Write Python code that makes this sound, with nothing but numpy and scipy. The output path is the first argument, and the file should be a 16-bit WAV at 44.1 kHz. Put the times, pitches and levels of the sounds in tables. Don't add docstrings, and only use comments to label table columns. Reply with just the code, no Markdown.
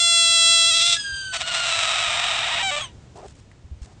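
import sys
import numpy as np
from scipy import signal
from scipy.fft import rfft, irfft, next_fast_len
from scipy.io import wavfile
from scipy.ndimage import map_coordinates

SR = 44100
rng = np.random.default_rng(int(sys.argv[2]) if len(sys.argv) > 2 else 0)


def materialize(psi):
    bounded = np.clip(np.atleast_2d(psi).T, -1, 1)
    quanta = np.round(bounded * 32767).astype(np.int16)
    wavfile.write(sys.argv[1], SR, quanta)


N = 176400

# freq_hz, gain_db
NIGHT_EQ = [(15, -50.5), (25, -9.5), (111, 0.5), (174, -9), (385, -17), (1180, -28.5), (3690, -34),
            (7600, -35.5), (9500, -47)]
# time_s, level_db
NIGHT_LEVEL = [(0, -52), (2.9, -45), (3.65, -50), (4, -47)]

# time_s, pitch_hz
SCREAM_PITCH = [(0.015, 685.1), (0.219, 674.3), (0.455, 668.4), (0.521, 672.8), (0.665, 665.5),
                (0.695, 684), (0.721, 645.6), (0.749, 673.6), (0.765, 667), (0.777, 674.5), (0.807, 661),
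                (0.815, 678), (0.913, 687.6), (0.939, 680.4)]
# time_s, level_db, roughness (0 is clean)
SCREAM_ENVELOPE = [(0, -16, 0.01), (.2, -14.5, 0.01), (.3, -15, 0.09), (.48, -13, 0.05), (.62, -14, 0.17),
                   (.73, -15.5, 0.2), (.77, -14.5, 0.55), (.86, -16, .6), (.945, -17.5, 1.04),
                   (.965, -27, 0.8), (1.03, -64.5, 1), (1.06, -110, 1.23)]
# harmonic, gain_db
SHRILL_TONES = [(2, -16), (3, -12), (4, -12.5), (5, -18)]
# freq_hz, gain_db
SCREAM_THROAT = [(300, -47), (680, -21), (950, -25.5), (1350, -13), (1650, -24.5), (2020, -14), (2250, -14),
                 (2700, -7.5), (2980, -16.5), (3380, 0.5), (3700, -1), (4050, -3.5), (4350, -17.5),
                 (4720, -10.5), (5400, -10), (6100, -11), (6400, -13), (6700, -30.5)]
SCREECH_THROAT = [(250, -45), (480, -18.5), (670, -5.5), (900, -8.5), (1250, -4), (1550, -8), (1900, -5),
                  (3000, -2.5), (3450, -3), (3800, 0.5), (4250, -12), (5500, -9), (6400, -12),
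                  (6620, -14.5), (7300, -8.5), (8400, -9.5), (9300, -31)]
WAVERING_THROAT = [(400, -54.5), (1200, 1), (3900, 3), (4250, -2), (7000, -37.5)]
CRY_THROAT = [(300, -28), (580, -7.5), (1170, -5.5), (1550, -13), (2350, -5), (3200, -7), (3850, -8),
              (4300, -20.5), (6800, -19), (7900, -20.5), (9300, -40.5)]
# freq_hz, gain_db
HOARSE_AIR_EQ = [(1000, -40.5), (2700, -18), (3500, -10), (4400, -4.5), (6400, -17), (7400, 5), (8400, 0.5),
                 (9300, -36.5)]
WHISTLE_AIR_EQ = [(500, -30.5), (1400, -13.5), (2100, -29), (2700, -6.5), (3900, -6), (5400, -25),
                  (6500, -4.5), (7600, -20.5), (8250, 2.5), (9200, -32)]

# time_s, pitch_hz, fundamental_db, overtones_db
SQUEAL = [(.94, 1704, -70, -80), (.968, 1688, -32, -38.5), (1, 1666, -32.5, -29.5),
          (1.026, 1642, -50.5, -33), (1.05, 1615, -30, -33.5), (1.12, 1594, -30, -36.5),
          (1.2, 1575, -34, -34), (1.32, 1517, -33, -38.5), (1.39, 1478, -45, -34), (1.42, 1470, -75, -62)]
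SQUEAK = [(2.79, 1102, -55, -40.5), (2.822, 1118, -41, -30), (2.845, 1060, -38.5, -32),
          (2.872, 983, -55, -46), (2.92, 950, -72, -78)]
# harmonic, gain_db
SQUEAL_PARTIALS = [(2, -3.5), (3, -1), (4, -10.5)]
SQUEAK_PARTIALS = [(2, -18), (3, -1), (6, -9)]
# start_s, level_db, pitch_hz, length_s
BUMPS = [(1.122, -34.5, 68, 0.053), (3.643, -36.5, 68.9, 0.034), (3.713, -28, 69.7, 0.049),
         (3.816, -27.5, 58.6, 0.035)]
# time_s, level_db
SCREECH_LEVEL = [(1.3, -83.5), (1.329, -37.5), (1.334, -26.5), (1.368, -24), (1.38, -42), (1.402, -33),
                 (1.412, -22.5), (1.44, -37.5), (1.462, -36), (1.475, -26), (1.505, -32), (1.545, -23),
                 (1.625, -28), (1.645, -24), (2.1, -22.5), (2.55, -22.5), (2.615, -21.5), (2.645, -35.5),
                 (2.695, -36), (2.71, -28.5), (2.73, -40), (2.8, -30.5), (2.845, -38), (2.88, -48.5),
                 (2.95, -70)]
# time_s, pitch_hz, level_db
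WAVERING_TONE = [(1.38, 1473, -82), (1.43, 1440, -31.5), (1.61, 1418, -27.5), (1.72, 1344, -28),
                 (1.82, 1319, -29), (1.91, 1262, -28.5), (1.97, 1294, -30), (2.1, 1219, -30),
                 (2.45, 1214, -35), (2.58, 1261, -34), (2.64, 1250, -98)]
# start_s, length_s, first_hz, last_hz, level_db, roughness, limp_cycles
CRIES = [(2.627, 0.082, 784.5, 734, -23.5, 0, 0), (2.713, .046, 585.6, 591, -25, 0.17, 0.029),
         (2.761, 0.027, 594.7, 584, -26, .25, 0), (2.781, 0.035, 604.3, 630, -31, .8, 0.013)]

# start_s, length_s, level_db, brightness_db
RUSTLES = [(3.155, .055, -42.5, -7), (3.214, 0.054, -42.5, -11.5), (3.253, 0.073, -56.5, 25),
           (3.348, 0.083, -59.5, 25), (3.819, 0.043, -51.5, 22.5), (3.858, 0.079, -54.5, -2.5)]
# freq_hz, gain_db
RUSTLE_BODY_EQ = [(200, -43), (400, 5.5), (520, -8.5), (660, 2.5), (1100, -11.5), (1800, -20.5),
                  (9000, -43)]
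RUSTLE_FIZZ_EQ = [(1000, -7), (8000, -4.5), (9500, -16)]
TICK_EQ = [(600, -4), (2000, 11), (3600, -6.5), (9000, -7)]


def amp(db):
    return 10 ** (np.asarray(db) / 20)


def unit(x):
    return x / np.sqrt(np.mean(x ** 2) + 1e-20)


def clock():
    return np.arange(N) / SR


def curves(rows):
    times, *columns = np.transpose(rows)
    return [np.interp(clock(), times, column) for column in columns]


def wobble(rate_hz):
    return map_coordinates(rng.standard_normal(N // 4), [clock() * rate_hz], mode="wrap")


def gate(start_s, length_s, edge_s=0.006):
    t = clock() - start_s
    return np.clip(np.minimum(t, length_s - t) / edge_s + .5, 0, 1)


def colour(x, eq):
    size = 2 * next_fast_len(N // 2 + SR // 10)
    hz, db = np.transpose(eq)
    gain = amp(np.interp(np.log(np.fft.rfftfreq(size, 1 / SR) + 1), np.log(hz), db))
    cepstrum = irfft(np.log(gain))
    cepstrum[1:size // 2] *= 2
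    cepstrum[size // 2 + 1:] = 0
    return irfft(rfft(x, size) * np.exp(rfft(cepstrum)))[:N]


def noise(eq):
    return unit(colour(rng.standard_normal(N), eq))


def night_air():
    level_db, = curves(NIGHT_LEVEL)
    return amp(level_db) * noise(NIGHT_EQ)


def fold_snaps(hz, rough, jitter, scatter_db=0, limp=0):
    cycles = np.cumsum(hz) / SR
    count = np.arange(1, int(cycles[-1]))
    onsets = np.interp(count, cycles, np.arange(N))
    index = onsets.astype(int)
    rough, limp = [(v * np.ones(N))[index] for v in (rough, limp)]
    time_draw, size_draw = rng.standard_normal((len(count), 2)).T
    shift_cycles = rough * jitter * time_draw + limp * (-1.) ** count
    onsets = onsets + shift_cycles * SR / hz[index]
    taps = np.floor(onsets)[:, None] + np.arange(-7, 9)
    offset = taps - onsets[:, None]
    click = np.sinc(offset) * np.cos(np.pi * offset / 16) ** 2
    snaps = click * amp(scatter_db * rough * size_draw)[:, None]
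    return -np.bincount(np.clip(taps, 0, N - 1).astype(int).ravel(), snaps.ravel(), N)


def scream(shrill_step_hz=5512, air_db=-9):
    hz, = curves(SCREAM_PITCH)
    level_db, rough = curves(SCREAM_ENVELOPE)
    hz = hz * (1 + .0005 * wobble(220) + .01 * rough ** .5 * wobble(170))
    limp = 0.014 * rough * (1 + wobble(260))
    snaps = fold_snaps(hz, rough ** 2, jitter=.02, scatter_db=3.5, limp=limp)
    voice = unit(colour(snaps, SCREAM_THROAT))
    phase = 2 * np.pi * np.cumsum(hz) / SR
    step_phase = 2 * np.pi * shrill_step_hz * clock()
    shrill = np.zeros(N)
    for harmonic, gain_db in SHRILL_TONES:
        flicker = amp(gain_db + rough * (3 * wobble(110) - 12))
        shrill += flicker * np.sin(round(harmonic) * phase + step_phase + rough * wobble(300))
    shrill *= 1 + rough * np.cos(phase / 2)
    air = unit(noise(HOARSE_AIR_EQ) * (1 + np.cos(phase)))
    envelope = amp(level_db + 1.5 * rough * wobble(130))
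    return envelope * (voice + np.sqrt(2) * shrill + amp(air_db) * rough ** 1.5 * air)


def brick_reverb(x, wet_db=-26, t60_s=.25):
    tail = (rng.standard_normal(N) * amp(-60 * clock() / t60_s))[:SR // 3]
    return x + amp(wet_db) * signal.fftconvolve(x, tail / np.linalg.norm(tail))[:N]


def whistle(track, partials, air_db):
    hz, fundamental_db, overtones_db = curves(track)
    phase = 2 * np.pi * np.cumsum(hz * (1 + .004 * wobble(350))) / SR
    overtones = sum(amp(db + 2.8 * wobble(110)) * np.sin(round(k) * phase) for k, db in partials)
    top = unit(overtones) + amp(air_db) * noise(WHISTLE_AIR_EQ)
    sounding = (clock() > track[0][0]) & (clock() < track[-1][0])
    return sounding * (amp(fundamental_db) * unit(np.sin(phase)) + amp(overtones_db) * top)


def handling_bumps():
    out = np.zeros(N)
    for start_s, level_db, hz, length_s in BUMPS:
        progress = np.clip((clock() - start_s) / length_s, 0, 1)
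        swell = np.abs(np.sin(np.pi * progress ** 0.36))
        out += amp(level_db) * swell * np.sin(2 * np.pi * hz * length_s * progress)
    return out


def racing_pitch(start_hz=590, rise_hz_per_s=11000, slips_per_s=36):
    slips_s = np.cumsum(np.exp(.4 * rng.standard_normal(400)) / slips_per_s)
    since_slip_s = clock() - np.r_[0, slips_s][np.searchsorted(slips_s, clock())]
    return start_hz + rise_hz_per_s * np.minimum(since_slip_s, 1.2 / slips_per_s)


def screech(locked_hz=676, race_from_s=1.95, race_fade_s=0.73, slap_hz=260.9, slap_db=-4.5, air_db=-13):
    level_db, = curves(SCREECH_LEVEL)
    shaky_hz = locked_hz * np.exp(.06 * wobble(170))
    locked = fold_snaps(shaky_hz, rough=1, jitter=0.05, scatter_db=3, limp=0.05 * wobble(60))
    racing = fold_snaps(racing_pitch(), rough=1, jitter=0.042)
    slaps = fold_snaps(slap_hz * np.exp(.5 * wobble(150)), rough=1, jitter=.3, scatter_db=3)
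    blend = np.clip((clock() - race_from_s) / race_fade_s, 0, 1)
    snaps = np.sqrt(1 - blend) * unit(locked) + np.sqrt(blend) * unit(racing) + amp(slap_db) * unit(slaps)
    voice = unit(unit(colour(snaps, SCREECH_THROAT)) + amp(air_db) * noise(SCREECH_THROAT))
    return amp(level_db + 0.52 * wobble(90)) * darken(voice)


def darken(voice, from_s=1.72, db_per_s=9.5, above_hz=4200):
    treble = signal.sosfiltfilt(signal.butter(4, above_hz, "high", fs=SR, output="sos"), voice)
    treble_gain = amp(-db_per_s * np.maximum(clock() - from_s, 0))
    return voice - (1 - treble_gain) * treble


def wavering_tone(waver=.012):
    hz, level_db = curves(WAVERING_TONE)
    hz = hz * (1 + waver * (wobble(70) + wobble(300)))
    snaps = fold_snaps(hz, rough=0.97, jitter=.013, scatter_db=2)
    tone = unit(colour(snaps, WAVERING_THROAT))
    return amp(level_db + 1.4 * wobble(70)) * tone * (clock() > WAVERING_TONE[0][0])


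def cries(glide_curve=2.5, air_db=-13):
    out = np.zeros(N)
    for start_s, length_s, first_hz, last_hz, level_db, rough, limp in CRIES:
        glide = np.clip((clock() - start_s) / length_s, 0, 1) ** glide_curve
        hz = (first_hz + (last_hz - first_hz) * glide) * (1 + 0.01 * rough * wobble(250))
        snaps = fold_snaps(hz, rough, jitter=0.02, scatter_db=7.0, limp=limp)
        voice = unit(colour(snaps, CRY_THROAT)) + amp(air_db) * noise(HOARSE_AIR_EQ)
        out += amp(level_db) * gate(start_s, length_s) * voice
    return out


def rustles(fizz_db=-7.5):
    body = noise(RUSTLE_BODY_EQ) * amp(1.1 * wobble(110))
    fizz = noise(RUSTLE_FIZZ_EQ) * amp(3.5 * wobble(250))
    return sum(amp(level_db) * gate(start_s, length_s) * unit(body + amp(fizz_db + bright_db) * fizz)
               for start_s, length_s, level_db, bright_db in RUSTLES)


def tick(start_s=3.515, level_db=-49.5, t60_s=0.039):
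    t = clock() - start_s
    return noise(TICK_EQ) * (t > 0) * amp(level_db - 60 * np.abs(t) / t60_s)


def scene():
    frog = scream() + whistle(SQUEAL, SQUEAL_PARTIALS, air_db=-5.5)
    frog += screech() + wavering_tone()
    frog += cries() + whistle(SQUEAK, SQUEAK_PARTIALS, air_db=-10.0)
    return (night_air() + brick_reverb(frog) + handling_bumps() + rustles() + tick())[None]


def record(dry, top_hz=9900):
    size = next_fast_len(N + SR // 2)
    passband = np.fft.rfftfreq(size, 1 / SR) < top_hz
    return irfft(rfft(dry, size) * passband, size)[:, :N]


dry = scene()
out = record(dry)
materialize(out)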